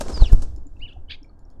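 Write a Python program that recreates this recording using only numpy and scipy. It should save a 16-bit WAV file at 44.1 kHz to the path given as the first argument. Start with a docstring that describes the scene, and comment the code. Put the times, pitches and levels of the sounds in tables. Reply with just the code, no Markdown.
"""Feathers snap and swish as a dove kicks off a garden feeder and flaps right past the microphone.
Two wingbeats shove air into the capsule and overload it, and the wake rumbles away.
Small birds whistle and chirp with the syrinx, their calls scattered by the trees.
Beaks tick on seed and knock on the wooden tray over a dull outdoor background."""
import sys
import numpy as np
from scipy import signal
from scipy.fft import rfft, irfft, next_fast_len
from scipy.io import wavfile
from scipy.ndimage import map_coordinates

SR = 44100
rng = np.random.default_rng(int(sys.argv[2]) if len(sys.argv) > 2 else 0)


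def int16_out(signal):
    """Quantize to a 16-bit WAV file."""
    q = np.round(np.clip(np.atleast_2d(signal).T, -1, 1) * 32767)
    wavfile.write(sys.argv[1], SR, q.astype(np.int16))


N = 70560


def amp(db):
    """Decibels to gain."""
    return 10 ** (np.asarray(db) / 20)


def unit(x):
    """Scale to rms 1."""
    return x / np.sqrt(np.mean(x ** 2) + 1e-20)


def clock():
    """Sample times [s]."""
    return np.arange(N) / SR


def along(points, hz):
    """Interpolate (frequency [Hz], value) points on a log frequency axis."""
    f, v = np.transpose(points)
    return np.interp(np.log(hz + 1), np.log(f + 1), v)


def curves(rows):
    """Per-sample curve for each column after the time."""
    s, *cols = np.transpose(rows)
    return [np.interp(clock(), s, c) for c in cols]


def wobble(knots_per_s):
    """Smooth random curve."""
    return map_coordinates(rng.standard_normal(N), [clock() * knots_per_s], mode="wrap")


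def filtered(x, response):
    """Apply the gain response(hz)."""
    m = next_fast_len(N + SR // 2)
    return irfft(rfft(x, m) * response(np.fft.rfftfreq(m, 1 / SR)), m)[:N]


def noise(colour, shade=lambda hz: 1):
    """Noise of rms 1, shaped by (frequency [Hz], level [dB]) points and the gain shade(hz)."""
    return unit(filtered(rng.standard_normal(N), lambda hz: amp(along(colour, hz)) * shade(hz)))


def burst(start_s, t60_s):
    """Envelope: sudden start, exponential decay."""
    t = clock() - start_s
    return np.clip(t / 0.00036, 0, 1) * amp(-60 * np.abs(t) / t60_s)


def swell(peak_s, rise_s, fall_s):
    """Envelope: rise and fall about a peak."""
    t = clock() - peak_s
    return np.exp(-np.abs(t / np.where(t < 0, rise_s, fall_s)) ** 1.11)


def glide(rows, rough):
    """Pitch [Hz], phase [rad] and envelope of a gliding tone; rough is relative pitch jitter."""
    hz, db = curves(rows)
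    hz = hz * (1 + rough * wobble(900))
    gate = np.clip(np.minimum(clock() - rows[0][0], rows[-1][0] - clock()) / 0.0061, 0, 1)
    return hz, 2 * np.pi * np.cumsum(hz) / SR, np.sqrt(2) * gate * amp(db)


def ringing(force, modes, t60_s):
    """Narrow resonances shaken by noise under the force envelope."""
    t = clock()[:SR // 4]
    decay = amp(-60 * t / t60_s)
    tones = sum(amp(db) * np.sin(2 * np.pi * hz * t) for hz, db in modes)
    ring = tones * decay * np.sqrt(2) / np.linalg.norm(decay)
    return signal.fftconvolve(force * rng.standard_normal(N), ring)[:N]


def among_trees(x, wet_db):
    """Direct sound plus scatter from trunks and leaves."""
    # scatter decay (frequency [Hz], t60 [s])
    decay_times = [(200, 0.062), (3000, 0.22), (7000, 0.14)]
    hz, t, spectra = signal.stft(rng.standard_normal(SR // 2), SR, nperseg=256)
    decay = amp(-60 * t / along(decay_times, hz)[:, None])
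    build_up = 1 - np.exp(-t / 0.0096)
    tail = signal.istft(spectra * decay * build_up, SR, nperseg=256)[1]
    return x + amp(wet_db) * signal.fftconvolve(x, tail / np.linalg.norm(tail))[:N]


def garden(drone_hz=1603, drone_db=-81):
    """Dull, slightly swaying outdoor background with one faint steady tone."""
    # background spectrum (frequency [Hz], level [dB])
    colour = [(35, -8.5), (90, 10), (150, -3), (270, 0), (450, -8), (750, -10.5), (1300, -22),
              (1700, -27.5), (2300, -43), (3500, -44.5), (7000, -46), (10000, -51), (14500, -54)]
    background = amp(-54.5 + 1.2 * wobble(8.56)) * noise(colour)
    return background + amp(drone_db) * np.sin(2 * np.pi * drone_hz * clock())


def wing_air(skirt=1.5, leak_hz=8):
    """Close wingbeats swing the pressure both ways; eddies rumble. The capsule leaks the slowest part."""
    # air shoves (time [s], first peak [dB], second lobe re first [dB],
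    # first width [s], second width [s], direction [+-1])
    pushes = [(.2236, 1.5, -3.5, .0047, .0056, 1), (.3332, 2.5, 3, .0052, .0078, -1)]
    # eddy envelope (time [s], level [dB])
    wake = [(0, -23.5), (.1, -23.5), (.17, -21), (.31, -21.5), (.38, -13.5), (.47, -22.5), (.6, -32),
            (.72, -33.5), (.85, -29.5), (.93, -39), (1.0, -33.5), (1.15, -34.5), (1.3, -41.5), (1.6, -36.5)]
    # eddy spectrum (frequency [Hz], level [dB])
    wake_colour = [(8, 7), (22, 0.5), (45, -12), (75, -12.5), (105, -20), (150, -34), (300, -32),
                   (900, -80)]
    pressure = amp(curves(wake)[0]) * noise(wake_colour)
    for s, db, rebound_db, first_s, second_s, direction in pushes:
        t = clock() - s
        u = t / np.where(t < 0, first_s, second_s)
        swing = -u / (1 + u * u / (2 * skirt + 1)) ** (skirt + 1)
        pressure += direction * amp(db + rebound_db * (t > 0)) * swing / swing.max()
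    return filtered(pressure, lambda hz: 1j * hz / (leak_hz + 1j * hz))


def feathers(rustle_hiss_db=-10, flutter_db=1):
    """Wing strokes whoosh and hiss with a flutter; quills snap; one whirr falls in pitch."""
    # feather rustle (time [s], level [dB])
    rustle_levels = [(0, -43), (.13, -38), (.2, -46), (.29, -46), (.37, -49), (.45, -51), (.53, -62),
                     (.65, -73), (.8, -69.5), (1.6, -102.5)]
    # wing strokes (time [s], rise [s], fall [s], whoosh [dB], hiss [dB], hiss tilt [dB/octave])
    strokes = [(0.014, 0.0051, 0.0075, -26.5, -33, 5), (0.062, 0.003, 0.011, -32, -45, -14),
               (0.1, 0.0091, 0.01, -29.5, -46.5, 3), (0.176, 0.0048, 0.0036, -28, -36, -5),
               (0.229, 0.025, 0.015, -35.5, -38.5, -4.5), (0.333, 0.009, 0.012, -30.5, -42.5, 3.5),
               (0.423, 0.0028, 0.012, -36.5, -41.5, 4)]
    # quill snaps (time [s], peak [dB], t60 [s], upper edge [Hz])
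    quills = [(.0085, -22, .016, 14000), (0.0111, -31, .02, 13000), (.017, -30.5, .018, 8500),
              (0.0829, -26.5, .012, 8000), (0.16, -36, .018, 4500), (0.176, -33, .012, 4500)]
    # spectra (frequency [Hz], level [dB])
    whoosh_colour = [(60, -6.5), (170, 1.5), (300, 5), (600, -1.5), (1000, -7), (1600, -14), (2600, -40),
                     (6000, -51)]
    hiss_colour = [(500, -6), (1500, 1), (3000, 8), (5500, 13.5), (8000, 10), (9500, 2.5), (12000, -8),
                   (14500, -39)]
    snap_colour = [(300, 27), (1000, 7), (3500, 13.5), (8500, 13.5), (13000, 5.5), (14500, -48)]
    # wing whirr (time [s], pitch [Hz], level [dB])
    whirr = [(.195, 1041, -35), (.21, 982, -50), (.219, 958, -35.5), (.225, 716, -28.5), (.23, 630, -31),
             (.238, 510, -69)]
    rustle = amp(curves(rustle_levels)[0])
    whoosh_power = rustle ** 2
    hiss = amp(rustle_hiss_db) * rustle * noise(hiss_colour)
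    for s, rise_s, fall_s, whoosh_db, hiss_db, tilt in strokes:
        stroke = swell(s, rise_s, fall_s)
        whoosh_power += (amp(whoosh_db) * stroke) ** 2
        hiss += amp(hiss_db) * stroke * noise(hiss_colour, lambda hz: amp(tilt * np.log2(hz + 1)))
    flutter = unit(amp(flutter_db * wobble(500)))
    swish = flutter * (np.sqrt(whoosh_power) * noise(whoosh_colour) + hiss)
    snaps = sum(amp(db) * burst(s, t60_s) * noise(snap_colour, lambda hz: 1 / (1 + (hz / edge_hz) ** 6))
                for s, db, t60_s, edge_hz in quills)
    _, phase, level = glide(whirr, rough=0.12)
    return among_trees(swish + snaps + level * np.sin(phase), wet_db=-17)


def perch(kick_s=.0105, t60_s=0.042):
    """The perch rings briefly as the dove kicks off."""
    # perch modes (frequency [Hz], level [dB])
    modes = [(400, -30), (590, -19), (910, -25), (1270, -33.5), (1620, -33)]
    t = clock() - kick_s
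    return burst(kick_s, t60_s) * sum(amp(db) * np.sin(2 * np.pi * hz * t) for hz, db in modes)


def whistle(rows, rough, buzz=0, buzz_hz=270):
    """Pure syrinx tone; buzz is the depth of its amplitude pulsing."""
    _, phase, level = glide(rows, rough)
    pulsing = 1 + buzz * np.sin(2 * np.pi * buzz_hz * clock() + wobble(buzz_hz / 2))
    return level * np.sin(phase) * pulsing


def call(rows, partials_db, rough, rasp_db):
    """Syrinx harmonics shaped by the throat, with a noisy rasp."""
    # throat and beak response (frequency [Hz], gain [dB])
    throat = [(1100, -29), (1550, -13.5), (2200, -4), (3200, 7), (4750, 1.5), (5200, -14), (6600, -40),
              (10000, -42.5)]
    # rasp spectrum (frequency [Hz], level [dB])
    rasp = [(1400, -16), (1650, 5), (1950, -5.5), (2300, -4), (4750, 1), (5150, -12.5), (7300, -44),
            (10000, -36), (12500, -51)]
    hz, phase, level = glide(rows, rough)
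    gains = np.array([amp(db + along(throat, k * hz)) for k, db in enumerate(partials_db, 1)])
    tone = sum(g * np.sin(k * phase) for k, g in enumerate(gains, 1)) / np.linalg.norm(gains, axis=0)
    return level * (tone + amp(rasp_db) * noise(rasp))


def birds():
    """Two falling whistles, a falling buzz with overtone, a two-part chirp, a harsh chip, a far note."""
    # syrinx contours (time [s], pitch [Hz], level [dB])
    first_fall = [(.126, 5250, -61), (.13, 5260, -41), (.138, 5170, -51), (.145, 5060, -34),
                  (.163, 4860, -37.5), (.172, 4670, -43.5), (.186, 4670, -44), (.204, 4040, -48)]
    second_fall = [(.184, 5600, -49), (.196, 5050, -57), (.206, 4565, -44), (.218, 4140, -36.5),
                   (.228, 3850, -44.5), (.243, 3690, -34)]
    buzz_note = [(.238, 3780, -30), (.245, 3420, -37), (.253, 3175, -41.5), (.26, 2923, -37.5),
                 (.28, 2583, -47.5), (.29, 2004, -60), (.302, 1744, -54), (.316, 1680, -51)]
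    buzz_overtone = [(.252, 6150, -53), (.262, 5700, -47), (.281, 4850, -50), (.298, 3900, -52)]  # about an octave above
    chirp_onset = [(.794, 3680, -58), (.806, 3760, -75), (.814, 4420, -63), (.826, 4900, -61)]
    chirp_arch = [(.8, 1950, -57), (.813, 2410, -59), (.822, 2770, -41), (.834, 2946, -36),
                  (.845, 3010, -42), (.858, 2838, -39), (.868, 2344, -55.5), (.877, 1970, -70)]
    chirp_dip = [(.873, 1958, -74), (.88, 1822, -57.5), (.892, 1612, -50), (.905, 1314, -53),
                 (.917, 1326, -54.5), (.927, 1463, -50), (.937, 1970, -60)]
    chip_note = [(1.091, 1138, -63), (1.099, 1091, -44.5), (1.106, 1105, -38.5), (1.112, 1463, -34.5),
                 (1.116, 1815, -39.5), (1.12, 1476, -34), (1.124, 1120, -38.5), (1.135, 1172, -43),
                 (1.144, 1290, -44.5), (1.151, 1078, -46.5), (1.162, 1060, -58)]
    far_arch = [(1.506, 3180, -85), (1.552, 3630, -92), (1.57, 3120, -79)]
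    # narrow fixed resonances that ring on after the chip (frequency [Hz], level [dB])
    resonances = [(5330, -35), (6060, -42), (6595, -45), (8457, -45), (9216, -57)]
    falling = whistle(first_fall, rough=.005) + whistle(second_fall, rough=.008)
    buzzing = sum(whistle(rows, rough=.028, buzz=0.37) for rows in (buzz_note, buzz_overtone))
    chirp = whistle(chirp_onset, rough=.028)
    chirp += call(chirp_arch, partials_db=[0], rough=0.0032, rasp_db=-32.5)
    chirp += call(chirp_dip, partials_db=[3, 0], rough=0.013, rasp_db=-20.5)
    far = whistle(far_arch, rough=.006)
    chip = call(chip_note, partials_db=[9, 13, 7, -4], rough=.028, rasp_db=-9)
    _, _, chip_envelope = glide(chip_note, rough=0)
    chip += ringing(chip_envelope, resonances, t60_s=.11)
    return among_trees(falling + buzzing + chirp + far, wet_db=-15) + among_trees(chip, wet_db=-19.5)


def tone_pulses(rows, waver_rad):
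    """Brief tones that swell and fade symmetrically, with wavering phase."""
    return sum(amp(db) * swell(s, width_s, width_s) * np.sin(2 * np.pi * hz * (clock() - s) + waver_rad)
               for s, hz, db, width_s in rows)


def feeding():
    """Knocks and thuds on the wooden feeder, short pips, and ringing pecks that crack seed husks."""
    # wood knocks; pecks and pips (time [s], frequency [Hz], peak [dB], half-width [s])
    knocks = [(.148, 61.5, -20.5, 0.02), (.263, 44.8, -13.5, 0.0072), (.482, 54.7, -26.5, 0.036),
              (.55, 53.4, -27, 0.043), (0.581, 327, -38.5, 0.0043), (0.668, 287, -40, 0.011),
              (.968, 750, -43, 0.0038), (.969, 70, -33, 0.021), (1.007, 69.7, -38, 0.063),
              (1.226, 290, -41.5, 0.0063), (1.302, 1230, -57, 0.0036)]
    pecks = [(.67, 7100, -48.5, 0.0015), (.769, 2650, -56, 0.0026), (1.089, 3010, -45.5, 0.0028),
             (1.232, 5360, -46, 0.0011), (1.248, 2320, -53.5, 0.0029), (1.296, 4410, -57.5, 0.0018),
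             (1.453, 5500, -57.5, 0.0012)]
    # husk cracks (time [s], peak [dB])
    husks = [(0.562, -42), (.793, -55.5), (0.934, -59), (1.23, -58), (1.244, -58), (1.392, -51),
             (1.453, -65), (1.502, -51.5), (1.513, -63.5)]
    # crack spectrum; modes each crack rings (frequency [Hz], level [dB])
    crack_colour = [(1000, 2.5), (3500, -23), (5200, 10.5), (7200, -3.5), (8200, -6), (13000, -16)]
    crack_modes = [(4320, -13), (5270, -13), (6550, -16), (7080, -12), (8650, -18)]
    pips = tone_pulses(pecks, waver_rad=.4 * wobble(600))
    force = sum(amp(db) * burst(s, t60_s=0.0054) for s, db in husks)
    cracks = force * noise(crack_colour) + ringing(force, crack_modes, t60_s=.1)
    return among_trees(pips + cracks, wet_db=-12) + tone_pulses(knocks, waver_rad=.5 * wobble(58.6))


def wing_thump():
    """The last close wingbeat lands with a short hollow thump."""
    # thump spectrum (frequency [Hz], level [dB])
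    colour = [(200, -20), (340, 0), (480, -2), (750, -12), (1200, -35)]
    return amp(-28) * swell(peak_s=.331, rise_s=.009, fall_s=.009) * noise(colour)


def scene():
    """All sources at one microphone."""
    dove = wing_air() + feathers() + wing_thump() + perch()
    return (dove + birds() + feeding() + garden())[None]


def record(dry):
    """The input clips flat on the strongest push, then is band-limited."""
    clip_level, top_hz = .95, 14500
    clipped = np.clip(dry[0], -clip_level, clip_level)
    return filtered(clipped, lambda hz: 1 / (1 + (hz / top_hz) ** 40))[None]


dry = scene()
out = record(dry)
int16_out(out)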